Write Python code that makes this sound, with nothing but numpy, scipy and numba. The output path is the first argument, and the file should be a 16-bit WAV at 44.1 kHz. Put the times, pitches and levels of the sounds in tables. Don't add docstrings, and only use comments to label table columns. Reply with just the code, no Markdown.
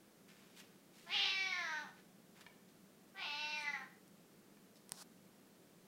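import sys
import numpy as np
from scipy import signal
from scipy.fft import rfft, irfft
from scipy.io import wavfile
from scipy.ndimage import uniform_filter1d, map_coordinates
from numba import njit

SR = 44100
rng = np.random.default_rng(int(sys.argv[2]) if len(sys.argv) > 2 else 0)


def digitize_waveform(pressure):
    field = np.atleast_2d(pressure).T
    bounded = np.clip(field, -1, 1)
    quanta = np.round(bounded * 32767).astype(np.int16)
    wavfile.write(sys.argv[1], SR, quanta)


N = 258853
TIME = np.arange(N) / SR


def undb(db):
    return 10 ** (np.asarray(db) / 20)


def unit(x):
    return x / np.sqrt(np.mean(x ** 2))


def steady(x, size=1300):
    power = uniform_filter1d(uniform_filter1d(x ** 2, size), size)
    return x / np.sqrt(np.abs(power) + 1e-12)


def curves(rows, t):
    s, *columns = np.transpose(rows)
    return [np.interp(t, s, c) for c in columns]


def coloured(x, points):
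    hz, db = np.transpose(points)
    f = np.maximum(np.fft.rfftfreq(len(x), 1 / SR), 1)
    gain = undb(np.interp(np.log(f), np.log(hz), db))
    return unit(irfft(rfft(x) * gain, len(x)))


def cut(x, hz, kind, order=2):
    return signal.sosfilt(signal.butter(order, min(hz, .45 * SR), kind, fs=SR, output="sos"), x)


@njit
def svf(x, hz, width):
    y = np.empty(len(x))
    band, low = 0., 0.
    for i in range(len(x)):
        g = np.tan(np.pi * hz[i] / SR)
        damping = width / hz[i]
        v = (band + g * (x[i] - low)) / (1 + g * (g + damping))
        band = 2 * v - band
        low += 2 * g * v
        y[i] = damping * v
    return y


def resonance(x, hz, width):
    return svf(x, hz * np.ones(len(x)), float(width))


def wobble(t, rate):
    knots = rng.standard_normal(8192)
    return map_coordinates(knots, [(t - t[0]) * rate], order=3, mode="wrap")


def strike(events, modes):
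    t = TIME[:SR // 4]
    ring = sum(undb(db - 60 * t / t60) * np.sin(2 * np.pi * hz * t) for hz, db, t60 in modes)
    blows = np.zeros(N)
    for s, db in events:
        blows[int(s * SR)] = undb(db)
    return signal.fftconvolve(blows, ring / np.abs(ring).max())[:N]


# frequency_hz, level_db
RUMBLE_SPECTRUM = [(18, -23), (30, -32), (85, -26.5), (102, -15.5), (130, -14), (182, -2.5), (263, -8.5),
                   (369, -8), (443, -11.5), (479, -12), (921, -21), (996, -22.5), (1110, -21),
                   (2830, -26.5), (15500, -31)]


def background(rumble_db=-65, drone_hz=188, drone_width=35, drone_db=-73):
    wash = coloured(rng.standard_normal(N), RUMBLE_SPECTRUM)
    drone = resonance(resonance(rng.standard_normal(N), drone_hz, drone_width), drone_hz, drone_width)
    return undb(rumble_db) * wash + undb(drone_db) * unit(drone)


# delay_s, level_db
FIRST_ECHOES = [(.0013, -28), (.0046, -10), (0.0104, -15.5)]


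def room(x, wet_db, t60, first_s=0.00463):
    t = TIME[:SR // 2]
    tail = cut(rng.standard_normal(len(t)), 5550, "low")
    response = tail * undb(-60 * t / t60) * (t > first_s)
    response *= undb(wet_db) / np.sqrt(np.sum(response ** 2))
    response[0] = 1
    for delay, db in FIRST_ECHOES:
        response[int(delay * SR)] += undb(db)
    return signal.fftconvolve(x, response / np.sqrt(np.sum(response ** 2)))[:N]


NOISE_SWELLS = [(0.288, 0.0091, 0.045, -66, 2060, 2460), (.40, 0.068, 0.3, -70.5, 1880, 3000),
                (0.599, 0.028, 0.016, -58.5, 2620, 3160), (0.969, 0.035, 0.53, -66.5, 2660, 4370),
                (1.979, 0.014, 0.035, -66.5, 1886, 1188), (2.369, 0.016, 0.07, -66.5, 1580, 1760),
                (2.408, 0.0051, 0.014, -68, 2640, 3500), (2.70, 0.023, 0.018, -74, 4000, 3500),
                (3.62, 0.04, 0.029, -68.5, 8600, 1799), (4.769, 0.012, 0.0077, -67.5, 4900, 2500)]


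def noise_swells(grain_db=3.0):
    noise = rng.standard_normal(N) * undb(grain_db * wobble(TIME, 400))
    out = np.zeros(N)
    for s, rise, fall, db, hz, width in NOISE_SWELLS:
        swell = np.exp(-((TIME - s) / np.where(TIME < s, rise, fall)) ** 2)
        out += undb(db) * swell * unit(resonance(noise, hz, width))
    return out


# start_s, peak_db
TAP_EVENTS = [(2.465, -39.5), (4.57, -57)]
# frequency_hz, level_db, t60_s
TAP_RING = [(996, -1, 0.071), (1793, 4, 0.053), (2286, 8, 0.027), (2140, -29, 0.15), (2890, -2, 0.041),
            (3210, 0, .025), (3620, -5, 0.028), (4180, -5, 0.028)]


def taps():
    return strike(TAP_EVENTS, TAP_RING)


# start_s, peak_db
CLICK_EVENTS = [(4.0794, -48), (4.8937, -35), (4.92, -19)]
# frequency_hz, level_db, t60_s
CLICK_RING = [(194, -14, 0.027), (1040, -15.5, 0.021), (1950, -17, 0.012), (5670, 3.5, 0.0022),
              (8960, 12.5, 0.0016), (11800, -7, 0.0011)]


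def clicks():
    return cut(strike(CLICK_EVENTS, CLICK_RING), 114, "high")


# frequency_hz, level_db
RUSTLE_SPECTRUM = [(290, -41), (550, -8), (1000, 0), (2400, -15), (4300, -4.5), (5200, -2.5), (6300, -6),
                   (7200, -8), (9500, -7.5), (15000, -20)]
RUSTLE_START_S, RUSTLE_PEAK_S, RUSTLE_RELEASE_S = 4.91, 5.023, 0.018
RUSTLE_DB, RUSTLE_SWELL_DB_PER_S = -53.5, 125


def rustle(grain_db=2):
    swell = undb(RUSTLE_DB - RUSTLE_SWELL_DB_PER_S * np.maximum(RUSTLE_PEAK_S - TIME, 0))
    release = np.clip(1 - (TIME - RUSTLE_PEAK_S) / RUSTLE_RELEASE_S, 0, 1) ** 2
    friction = rng.standard_normal(N) * undb(grain_db * wobble(TIME, 900))
    return coloured(friction, RUSTLE_SPECTRUM) * swell * release * (TIME > RUSTLE_START_S)


RASP_START, RASP_BUILD_S = 0.74, 0.12
CLEAR_ROUGH, CLEARING_S = 0.064, 0.057
TIRING_ROUGH_PER_S = 0.28
BREAKUP_ROUGH, BREAKUP_S = 0.49, 0.051


def roughness(t, rasp_s, rasp):
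    age = t - t[0]
    opening = rasp * np.interp(age, [0, RASP_BUILD_S], [RASP_START, 1])
    cleared = np.clip((age - rasp_s) / CLEARING_S + .5, 0, 1)
    clear = CLEAR_ROUGH + TIRING_ROUGH_PER_S * np.maximum(age - rasp_s, 0)
    breakup = BREAKUP_ROUGH * np.exp((t - t[-1]) / BREAKUP_S)
    return np.clip(opening + cleared * (clear - opening) + breakup, 0, 1)


def folds(t, hz, rough, jitter=.05, waver=0.0021, shimmer=0.22, doubling=0.31, rasp=0.94):
    rate = hz * (1 + jitter * rough * wobble(t, 260) + waver * wobble(t, 40.37))
    phase = 2 * np.pi * np.cumsum(rate) / SR
    pulses = unit(sum(np.cos(k * phase) for k in range(1, 29)))
    size = 1 + rough * (shimmer * wobble(t, 300) + doubling * np.cos(phase / 2))
    air = unit(rng.standard_normal(len(t)) * (1 + np.cos(phase)))
    return pulses * size + rasp * rough * air, phase


EDGE_DROP = 0.044
THIRD_START_HZ, THIRD_RISE_S = 3000, .095
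FOURTH_START_HZ, FOURTH_END_HZ = 4690, 6370


def tract(t, throat_hz, third_hz):
    progress = np.linspace(0, 1, len(t))
    arch = 1 - EDGE_DROP * (1 - np.sin(np.pi * progress))
    rising_hz = third_hz + (THIRD_START_HZ - third_hz) * np.exp((t[0] - t) / THIRD_RISE_S)
    climbing_hz = FOURTH_START_HZ + (FOURTH_END_HZ - FOURTH_START_HZ) * progress
    return throat_hz * arch, rising_hz, climbing_hz


OPEN_HZ = 2890
FADE_DB = -23.5
THROAT_DB, THROAT_FADE = -53, 0.62
THIRD_DB, THIRD_DB_PER_OCT = -1.5, 20
FOURTH_DB, FOURTH_DB_PER_OCT = -8, 16.5


def strengths(t, attack_s, release_s, effort_db, mouth_hz):
    attack = np.maximum(1 - (t - t[0]) / attack_s, 0) ** 2
    release = np.maximum(1 - (t[-1] - t) / release_s, 0) ** 2
    fade_db = FADE_DB * (attack + release)
    closing = np.maximum(np.log2(OPEN_HZ / mouth_hz), 0)
    return (THROAT_DB + THROAT_FADE * fade_db,
            effort_db + fade_db + THIRD_DB - THIRD_DB_PER_OCT * closing,
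            effort_db + fade_db + FOURTH_DB - FOURTH_DB_PER_OCT * closing)


RASP_LOSS_DB = -2.5
OPEN_WIDENING, OPEN_LOSS_DB = .35, -2
# frequency_hz, level_db
AIR_SPECTRUM = [(700, -52), (1600, -3.5), (2400, 5), (3100, 3.5), (3900, -7), (4900, -4), (5400, -16.5),
                (6200, -15), (7000, -47), (11000, -35), (15000, -65)]
# start_s, end_s, attack_s, release_s, effort_db, raspy opening rasp_s, its roughness rasp (0-1),
# throat_hz, third_hz, fundamental_db at 390 Hz, nasal_db against the throat
MEOW_CALLS = [(1.055, 1.919, .105, 0.18, -41, 0.255, 0.54, 895, 3750, -62.5, -9),
              (3.14, 3.88, .075, 0.19, -48, 0.121, 0.61, 870, 3980, -67, -4.5)]
# time_s, pitch_hz
MEOW_PITCH = [
    [(1.08, 337), (1.15, 421.5), (1.18, 393.2), (1.296, 385.4), (1.46, 381.8), (1.64, 339.4), (1.69, 316.3),
     (1.828, 295.2), (1.87, 250)],
    [(3.18, 387.7), (3.242, 356.6), (3.26, 296.2), (3.33, 289.5), (3.426, 300.8), (3.578, 300.9),
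     (3.71, 286), (3.82, 260.5)],
]
# time_s, level_db
MOUTH_SWELL = [
    [(1.05, -68.5), (1.132, -38.5), (1.25, -38), (1.268, -42), (1.406, -35.5), (1.436, -35), (1.476, -41.5),
     (1.788, -45), (1.92, -80)],
    [(3.14, -71), (3.186, -49), (3.228, -45.5), (3.654, -45), (3.68, -35.5), (3.718, -55), (3.748, -42.5),
     (3.842, -59), (3.88, -76)],
]
# time_s, mouth_hz
MOUTH_OPENING = [
    [(1.06, 1550), (1.15, 2960), (1.3, 2930), (1.345, 2364), (1.43, 2360), (1.55, 2030), (1.68, 1746),
     (1.87, 1540)],
    [(3.14, 1580), (3.19, 2250), (3.24, 2740), (3.43, 2784), (3.55, 2620), (3.61, 2217), (3.67, 2026),
     (3.76, 1851), (3.88, 1690)],
]


def meow(call, pitch, level, opening, throat_width=150, nasal_hz=1500, nasal_width=120, mouth_width=170,
         rough_widening=4, third_width=1100, fourth_width=1400, air_db=-1, mouth_gain_db=-.2):
    (start, end, attack_s, release_s, effort_db, rasp_s, rasp,
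     mid_throat_hz, held_third_hz, fundamental_db, nasal_db) = call
    span = (TIME >= start) & (TIME <= end)
    t = TIME[span]
    hz, = curves(pitch, t)
    mouth_hz, = curves(opening, t)
    level_db, = curves(level, t)
    rough = roughness(t, rasp_s, rasp)
    gape = np.minimum(mouth_hz / OPEN_HZ, 1) ** 8
    mouth_db = level_db + mouth_gain_db + RASP_LOSS_DB * rough + OPEN_LOSS_DB * gape
    throat_hz, third_hz, fourth_hz = tract(t, mid_throat_hz, held_third_hz)
    throat_db, third_db, fourth_db = strengths(t, attack_s, release_s, effort_db, mouth_hz)
    source, phase = folds(t, hz, rough)

    nasal = undb(nasal_db) * resonance(source, nasal_hz, nasal_width)
    throat = resonance(source, throat_hz, throat_width) - nasal
    throat = cut(cut(throat, 540, "high", order=4), 2700, "low", order=3)
    widening = rough_widening * rough ** 2 + OPEN_WIDENING * gape
    mouth = resonance(source, mouth_hz, mouth_width) + widening * resonance(source, mouth_hz, 850)
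    mouth = cut(resonance(mouth, mouth_hz, 660), 1080, "high", order=4)
    third = resonance(resonance(source, third_hz, third_width), third_hz, 3800)
    third = cut(third, 4770, "low", order=8)
    fourth = resonance(resonance(source, fourth_hz, fourth_width), fourth_hz, 930)
    fourth = cut(fourth, 6140, "low", order=14)
    air = coloured(rng.standard_normal(len(t)) * (1 + np.cos(phase)), AIR_SPECTRUM)
    fundamental = (hz / 390) ** 3 * np.sin(phase) * signal.windows.tukey(len(t), .2)

    voice = undb(throat_db) * steady(throat) + undb(mouth_db) * steady(mouth)
    voice += undb(fourth_db) * steady(fourth) - undb(third_db) * steady(third)
    voice += undb(air_db + 0.7 * third_db + 0.29 * mouth_db) * rough ** 0.35 * air
    voice += undb(fundamental_db) * fundamental
    out = np.zeros(N)
    out[span] = voice * signal.windows.tukey(len(t), .03)
    return out


def scene():
    cat = sum(meow(*controls) for controls in zip(MEOW_CALLS, MEOW_PITCH, MOUTH_SWELL, MOUTH_OPENING))
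    faint = noise_swells() + taps()
    close = clicks() + rustle()
    reverberant = room(cat, wet_db=-9, t60=0.44) + room(faint, wet_db=-10.5, t60=0.45)
    return (reverberant + close + background())[None]


TOP_HZ = 15800


def record(dry):
    return signal.sosfilt(signal.ellip(10, .2, 70, TOP_HZ, fs=SR, output="sos"), dry)


dry = scene()
out = record(dry)
digitize_waveform(out)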